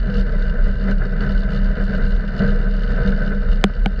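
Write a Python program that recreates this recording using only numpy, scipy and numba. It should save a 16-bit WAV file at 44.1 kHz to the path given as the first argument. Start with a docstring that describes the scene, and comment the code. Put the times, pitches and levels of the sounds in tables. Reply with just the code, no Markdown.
"""On a concrete track, a camera bolted to a racing bicycle hears the ride mostly through its own housing.
Wind rumbles, the mount wobbles, grit ticks on the frame and the chain buzzes over the teeth.
The tyres shake the frame and make the housing rasp. Near the end two sharp knocks ring the mount,
and a limiter (an automatic volume control) turns the sound down for a moment."""
import sys
import numpy as np
from scipy import signal
from scipy.fft import rfft, irfft
from scipy.io import wavfile
from scipy.ndimage import map_coordinates
from numba import njit

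SR = 44100
rng = np.random.default_rng(int(sys.argv[2]) if len(sys.argv) > 2 else 0)


def pcm_store(signal):
    """Save signal as 16-bit PCM."""
    levels = np.round(np.clip(np.atleast_2d(signal), -1, 1) * 32767)
    wavfile.write(sys.argv[1], SR, levels.astype(np.int16).T)


N = 176400

# notes at which the frame and mount ring: f/Hz, width/Hz, level/dB
FRAME_MODES = [(196.2, 4.8, 4.5), (235, 3.1, -36), (478.4, 15.1, -12), (583, 15, -34)]
# how hard the chain rattles as pedals and track load it: t/s, level/dB
CHAIN_RATTLE = [(0.0, -50.6), (0.07, -53.0), (0.18, -41.1), (0.24, -53.4), (0.38, -52.3), (0.42, -48.7),
                (0.61, -54.4), (0.66, -47.5), (0.78, -53), (0.91, -45.0), (0.96, -57.5), (0.99, -52.2),
                (1.14, -54.3), (1.24, -45.2), (1.28, -49.4), (1.32, -44.4), (1.35, -50.1), (1.38, -45.9),
                (1.47, -56.6), (1.52, -43.5), (1.6, -50), (1.71, -52), (1.97, -45.2), (2.0, -51.1),
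                (2.04, -47.0), (2.25, -53.4), (2.4, -45.0), (2.49, -44.5), (2.56, -51), (2.64, -51.1),
                (2.77, -50.1), (2.84, -45.6), (2.87, -52.3), (2.9, -48.0), (3.02, -49.7), (3.09, -44.5),
                (3.13, -50.7), (3.28, -47.5), (3.31, -52.4), (3.44, -50.9), (3.46, -54.6), (3.52, -47.1),
                (3.59, -53.6), (3.94, -53.7), (4.0, -49.2)]


def undb(db):
    """Turn decibels into a number to multiply by."""
    return 10 ** (np.asarray(db) / 20)


def unit(x):
    """Scale to an average power of 1."""
    return x / np.sqrt(np.mean(x ** 2))


def curve(rows):
    """Join (t/s, value) rows by straight lines."""
    return np.interp(np.arange(N) / SR, *np.array(rows).T)


def noise():
    """White noise: an even hiss."""
    return rng.standard_normal(N)


def drift(per_s):
    """Wander smoothly, by about 1 either way, through per_s random values a second."""
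    knots = rng.standard_normal(4096)
    return 1.1 * map_coordinates(knots, [np.arange(N) / SR * per_s], order=2, mode="wrap")


def colour(x, points):
    """Make some frequencies stronger and others weaker, along (f/Hz, level/dB) points."""
    hz, db = np.array(points).T
    freqs = np.arange(N + 1) * SR / (2 * N)
    gain = unit(undb(np.interp(np.log(freqs + 1), np.log(hz), db)))
    # fold the filter so that it rings only after a sound, never before
    cepstrum = irfft(np.log(gain))
    cepstrum[1:N] *= 2
    cepstrum[N + 1:] = 0
    return irfft(rfft(x, 2 * N) * np.exp(rfft(cepstrum)))[:N]


def resonate(x, modes):
    """Let x ring at a few notes, given as (f/Hz, width/Hz, level/dB)."""
    s = 1j * np.arange(N + 1) * SR / (2 * N)
    band = lambda hz, width: s * width / (s ** 2 + s * width + hz ** 2)
    response = sum(undb(db) * band(hz, width) * band(hz, hz) for hz, width, db in modes)
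    response /= np.sqrt(np.mean(abs(response) ** 2))
    return irfft(rfft(x, 2 * N) * response)[:N]


def burst(start, decay_s):
    """A level that jumps up, then dies away."""
    age = np.arange(N) / SR - start
    return (age >= 0) * np.exp(-np.clip(age / decay_s, 0, 60))


@njit
def follow(x, attack, release):
    """Track a level, rising at the attack rate and falling at the release rate."""
    out, level = np.empty(len(x)), 0.
    for i in range(len(x)):
        level += (x[i] - level) * (attack if x[i] > level else release)
        out[i] = level
    return out


def wind():
    """Buffeting air makes a deep, uneven rumble."""
    # tone of the rumble: f/Hz, level/dB
    tone = [(10, -49), (22, -23.5), (40, 6), (55, 0), (70, -3), (90, -21), (200, -24), (3000, -120)]
    return undb(-25 + 2 * drift(6.9)) * colour(noise(), tone)


def mount_wobble():
    """The camera mount rocks to and fro, making a very low, almost pure tone."""
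    # how fast it rocks: t/s, f/Hz
    pitch = [(0.0, 39.0), (0.14, 34.5), (0.7, 28), (0.84, 37), (0.95, 31.0), (1.42, 34.5), (1.97, 29.5),
             (2.28, 34), (2.38, 27), (2.48, 31), (2.92, 36), (3.05, 29.5), (3.19, 29.5), (4.0, 36)]
    # how far it rocks: t/s, level/dB
    swing = [(0.0, -15), (0.1, -21), (0.21, -14), (0.28, -19), (0.37, -14), (0.72, -15), (0.81, -20),
             (0.93, -14.5), (1.3, -18), (1.37, -14), (1.51, -19), (1.57, -13.5), (1.72, -15), (1.77, -24),
             (1.83, -12.5), (1.93, -25), (2.0, -15), (2.28, -17.5), (2.36, -27), (2.52, -15), (2.95, -16),
             (3.0, -21), (3.1, -15.5), (3.61, -15), (3.73, -22), (3.79, -13.5), (4.0, -18)]
    phase = 2 * np.pi * np.cumsum(curve(pitch) * (1 + 0.0451 * drift(4))) / SR
    return np.sqrt(2) * np.sin(phase) * undb(curve(swing) - 1 + 1.6 * drift(12))


def grit():
    """Grit hits the frame: a few clear ticks, and fine ones that grow thicker and louder with the rattle."""
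    # the clear ticks: t/s, level/dB
    ticks = [(0.2015, -52), (0.215, -53), (0.3142, -56), (0.3841, -55), (0.464, -57), (0.682, -55),
             (0.9209, -52), (1.0361, -57), (1.0685, -55), (1.2471, -54), (1.322, -54), (1.3998, -55),
             (1.5205, -54), (1.548, -54), (1.563, -54), (1.6901, -57), (1.8243, -54), (1.8405, -52),
             (1.9799, -53), (2.0857, -54), (2.101, -53), (2.2099, -56), (2.5556, -53), (2.6155, -54),
             (2.9138, -52), (3.297, -55), (3.5514, -56), (3.838, -53)]
    # tone of a tick: f/Hz, level/dB
    tone = [(1500, -12), (3000, 0), (4500, 0), (6500, -3), (9000, -7), (12000, -12), (13500, -22),
            (16000, -36)]
    decay_s, fine_per_s = .0016, 150
    clear = sum(undb(db + 1) * burst(start, decay_s) for start, db in ticks)
    shake = curve(CHAIN_RATTLE)
    surge_db = .75 * (shake - shake.mean())
    hits = rng.random(N) < fine_per_s * undb(surge_db) / SR
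    grains = hits * undb(-62.5 + surge_db - 16 * rng.random(N))
    fine = signal.lfilter([1], [1, -np.exp(-1 / (decay_s * SR))], grains)  # each grain dies away
    return colour(noise() * (clear + fine), tone)


def chain():
    """Each link lands on a tooth with a short rattle of uneven strength; together they buzz."""
    # tone of the chain through frame and housing: f/Hz, level/dB
    tone = [(1500, -17), (2500, -18), (2830, 4), (3000, 1.5), (3250, -15.5), (3600, -3.5), (3760, -2.5),
            (3900, -15), (4070, 0), (4280, -10.5), (4520, 1.5), (4750, -14), (4980, -5), (5180, -23),
            (5400, -7), (5580, -36), (5870, -17.5), (6150, -23.5), (6330, -22), (6550, -26), (7280, -27.5),
            (8000, -42), (12400, -47.5), (15000, -63.5)]
    links_per_s, scatter_db, decay_links = 70.7, 3.6, .35
    links_passed = np.cumsum(links_per_s * (1 + .018 * drift(4.6))) / SR
    strength = undb(scatter_db * rng.standard_normal(1024))[links_passed.astype(int)]
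    rattle = unit(.24 + strength * np.exp(-(links_passed % 1) / decay_links))
    return colour(noise() * rattle * undb(curve(CHAIN_RATTLE) + .5), tone)


def bumps():
    """Dips in the concrete make the frame's lowest note swell and die away."""
    # dips in the track: t/s, level/dB
    dips = [(0.173, -18.5), (0.892, -19.5), (2.396, -19)]
    rise_s, lowest_hz = .02, FRAME_MODES[0][0]
    out = np.zeros(N)
    for start, db in dips:
        age = np.maximum(np.arange(N) / SR - start, 0)
        swell = age / rise_s * np.exp(1 - age / rise_s)
        out += undb(db) * swell * np.sin(2 * np.pi * lowest_hz * age)
    return out


def tyres():
    """Rolling on rough concrete makes the frame hum and the housing rasp; the housing muffles it all."""
    # how hard the track shakes the frame: t/s, level/dB
    roughness = [(0.0, -40), (0.18, -32.5), (0.25, -37.5), (0.36, -36), (0.79, -40), (0.84, -34),
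                 (0.91, -30.5), (0.95, -44.5), (1.02, -32.5), (1.1, -39.5), (1.22, -31.5), (1.36, -37),
                 (1.46, -37), (1.54, -32.5), (1.59, -36.5), (1.73, -38.5), (1.8, -29.5), (1.85, -37.5),
                 (1.96, -32), (2.15, -38.5), (2.19, -35.5), (2.35, -37), (2.42, -29), (2.51, -34),
                 (2.77, -38.5), (2.92, -33), (3.09, -31.5), (3.13, -35.5), (3.28, -33.5), (3.48, -38),
                 (3.54, -38.5), (4.0, -42)]
    # tone of the rolling noise: f/Hz, level/dB
    roll_tone = [(60, -14.5), (92, -4), (130, 4), (175, 2), (225, -4.5), (270, -15.5), (320, -30.5),
                 (385, -9.5), (455, -8), (530, -14), (620, -6.5), (700, -18), (870, -30), (1100, -31.5),
                 (2000, -47.5), (4000, -47), (9000, -110)]
    # tone of the rasp: f/Hz, level/dB
    rasp_tone = [(700, -21.5), (900, -19), (1005, -5.5), (1130, -20.5), (1235, -2), (1400, 0), (1540, 4.5),
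                 (1650, -2), (1760, 0.5), (1900, -12.5), (1980, -3), (2130, -15.5), (2500, -21),
                 (3500, -78.5), (9000, -83)]
    # notes at which the housing rings: f/Hz, width/Hz, level/dB
    housing_modes = [(1270, 10, -5.5), (1480, 25, -5), (1528, 30.6, 29.5), (1710, 23, -6.5),
                     (2040, 16, -13)]
    muffle_hz = 3800
    road_db, jolts = curve(roughness), drift(70)
    surge_db = road_db - road_db.mean()
    roll = colour(noise() * undb(6.5 + road_db + 2 * jolts), roll_tone)
    frame = resonate(noise() * undb(-28.5 + 1.26 * surge_db), FRAME_MODES)
    shake = undb(.94 * surge_db + 1.5 * jolts)
    rasp = undb(-38.5) * colour(noise() * shake, rasp_tone)
    housing = undb(-42) * resonate(noise() * shake, housing_modes)
    muffle = signal.butter(4, muffle_hz, fs=SR, output="sos")
    return signal.sosfilt(muffle, roll + frame + rasp + housing)


def knocks():
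    """The mount strikes its stop, then presses home more slowly: a hard clack over a low ring."""
    # knocks: t/s, level/dB, contact time/s, push delay/s, push boost/dB, push time/s, crack level/dB
    strikes = [(3.6401, 6.8, .000057, .0015, 3.7, .00027, -11),
               (3.8594, -4, .000065, .00127, 5.7, .00017, -26)]
    # notes that a knock rings: f/Hz, level/dB, time to fade by 60 dB/s
    modes = [(197, -12.6, .16), (320, -6, .014), (440, -11.5, .018), (775, -13, .024), (1130, -9.5, .006),
             (1490, -10.5, .011), (2290, -4.5, .007), (3050, -1.7, .006), (3450, -2.5, .006),
             (4200, -7.5, .006), (6350, -11.5, .005), (3040, -44, .09)]
    # tone of the sharp crack: f/Hz, level/dB
    crack_tone = [(300, -3), (1500, -2), (3200, 0.5), (4500, -9), (6500, -14), (9000, -21), (12000, -35),
                  (16000, -46)]
    t, out = np.arange(N // 8) / SR, np.zeros(2 * N)
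    ring = sum((-1) ** k * undb(db) * np.sin(2 * np.pi * hz * t) * np.exp(-np.log(1000) * t / fade_s)
               for k, (hz, db, fade_s) in enumerate(modes))
    for start, db, contact_s, push_delay, push_db, push_s, crack_db in strikes:
        for delay, force_s, boost_db in ((0, contact_s, 0), (push_delay, push_s, push_db)):
            force = t * np.exp(-t / force_s)  # a longer contact sounds duller
            clack = signal.fftconvolve(force / force.sum(), ring)[:len(t)]
            at = int((start + delay) * SR)
            out[at:at + len(t)] -= undb(db + boost_db) * clack
        out[:N] += undb(crack_db) * colour(noise() * burst(start, decay_s=.0013), crack_tone)
    return out[:N]


def scene():
    """All the sounds add up at one microphone."""
    return (tyres() + bumps() + chain() + grit() + mount_wobble() + wind() + knocks())[None]


def record(dry):
    """A limiter dips after loud peaks, what slips through is rounded off, and the highest treble is cut."""
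    limit_db, attack_s, release_s, top_hz = -5.5, .0016, .1, 15800
    level = follow(abs(dry[0]), 1 / (attack_s * SR), 1 / (release_s * SR))
    held = dry / np.maximum(1, level / undb(limit_db))
    rounded = held / (1 + held ** 6) ** (1 / 6)
    return signal.sosfilt(signal.ellip(8, .2, 70, top_hz, fs=SR, output="sos"), rounded)


dry = scene()
out = record(dry)
pcm_store(out)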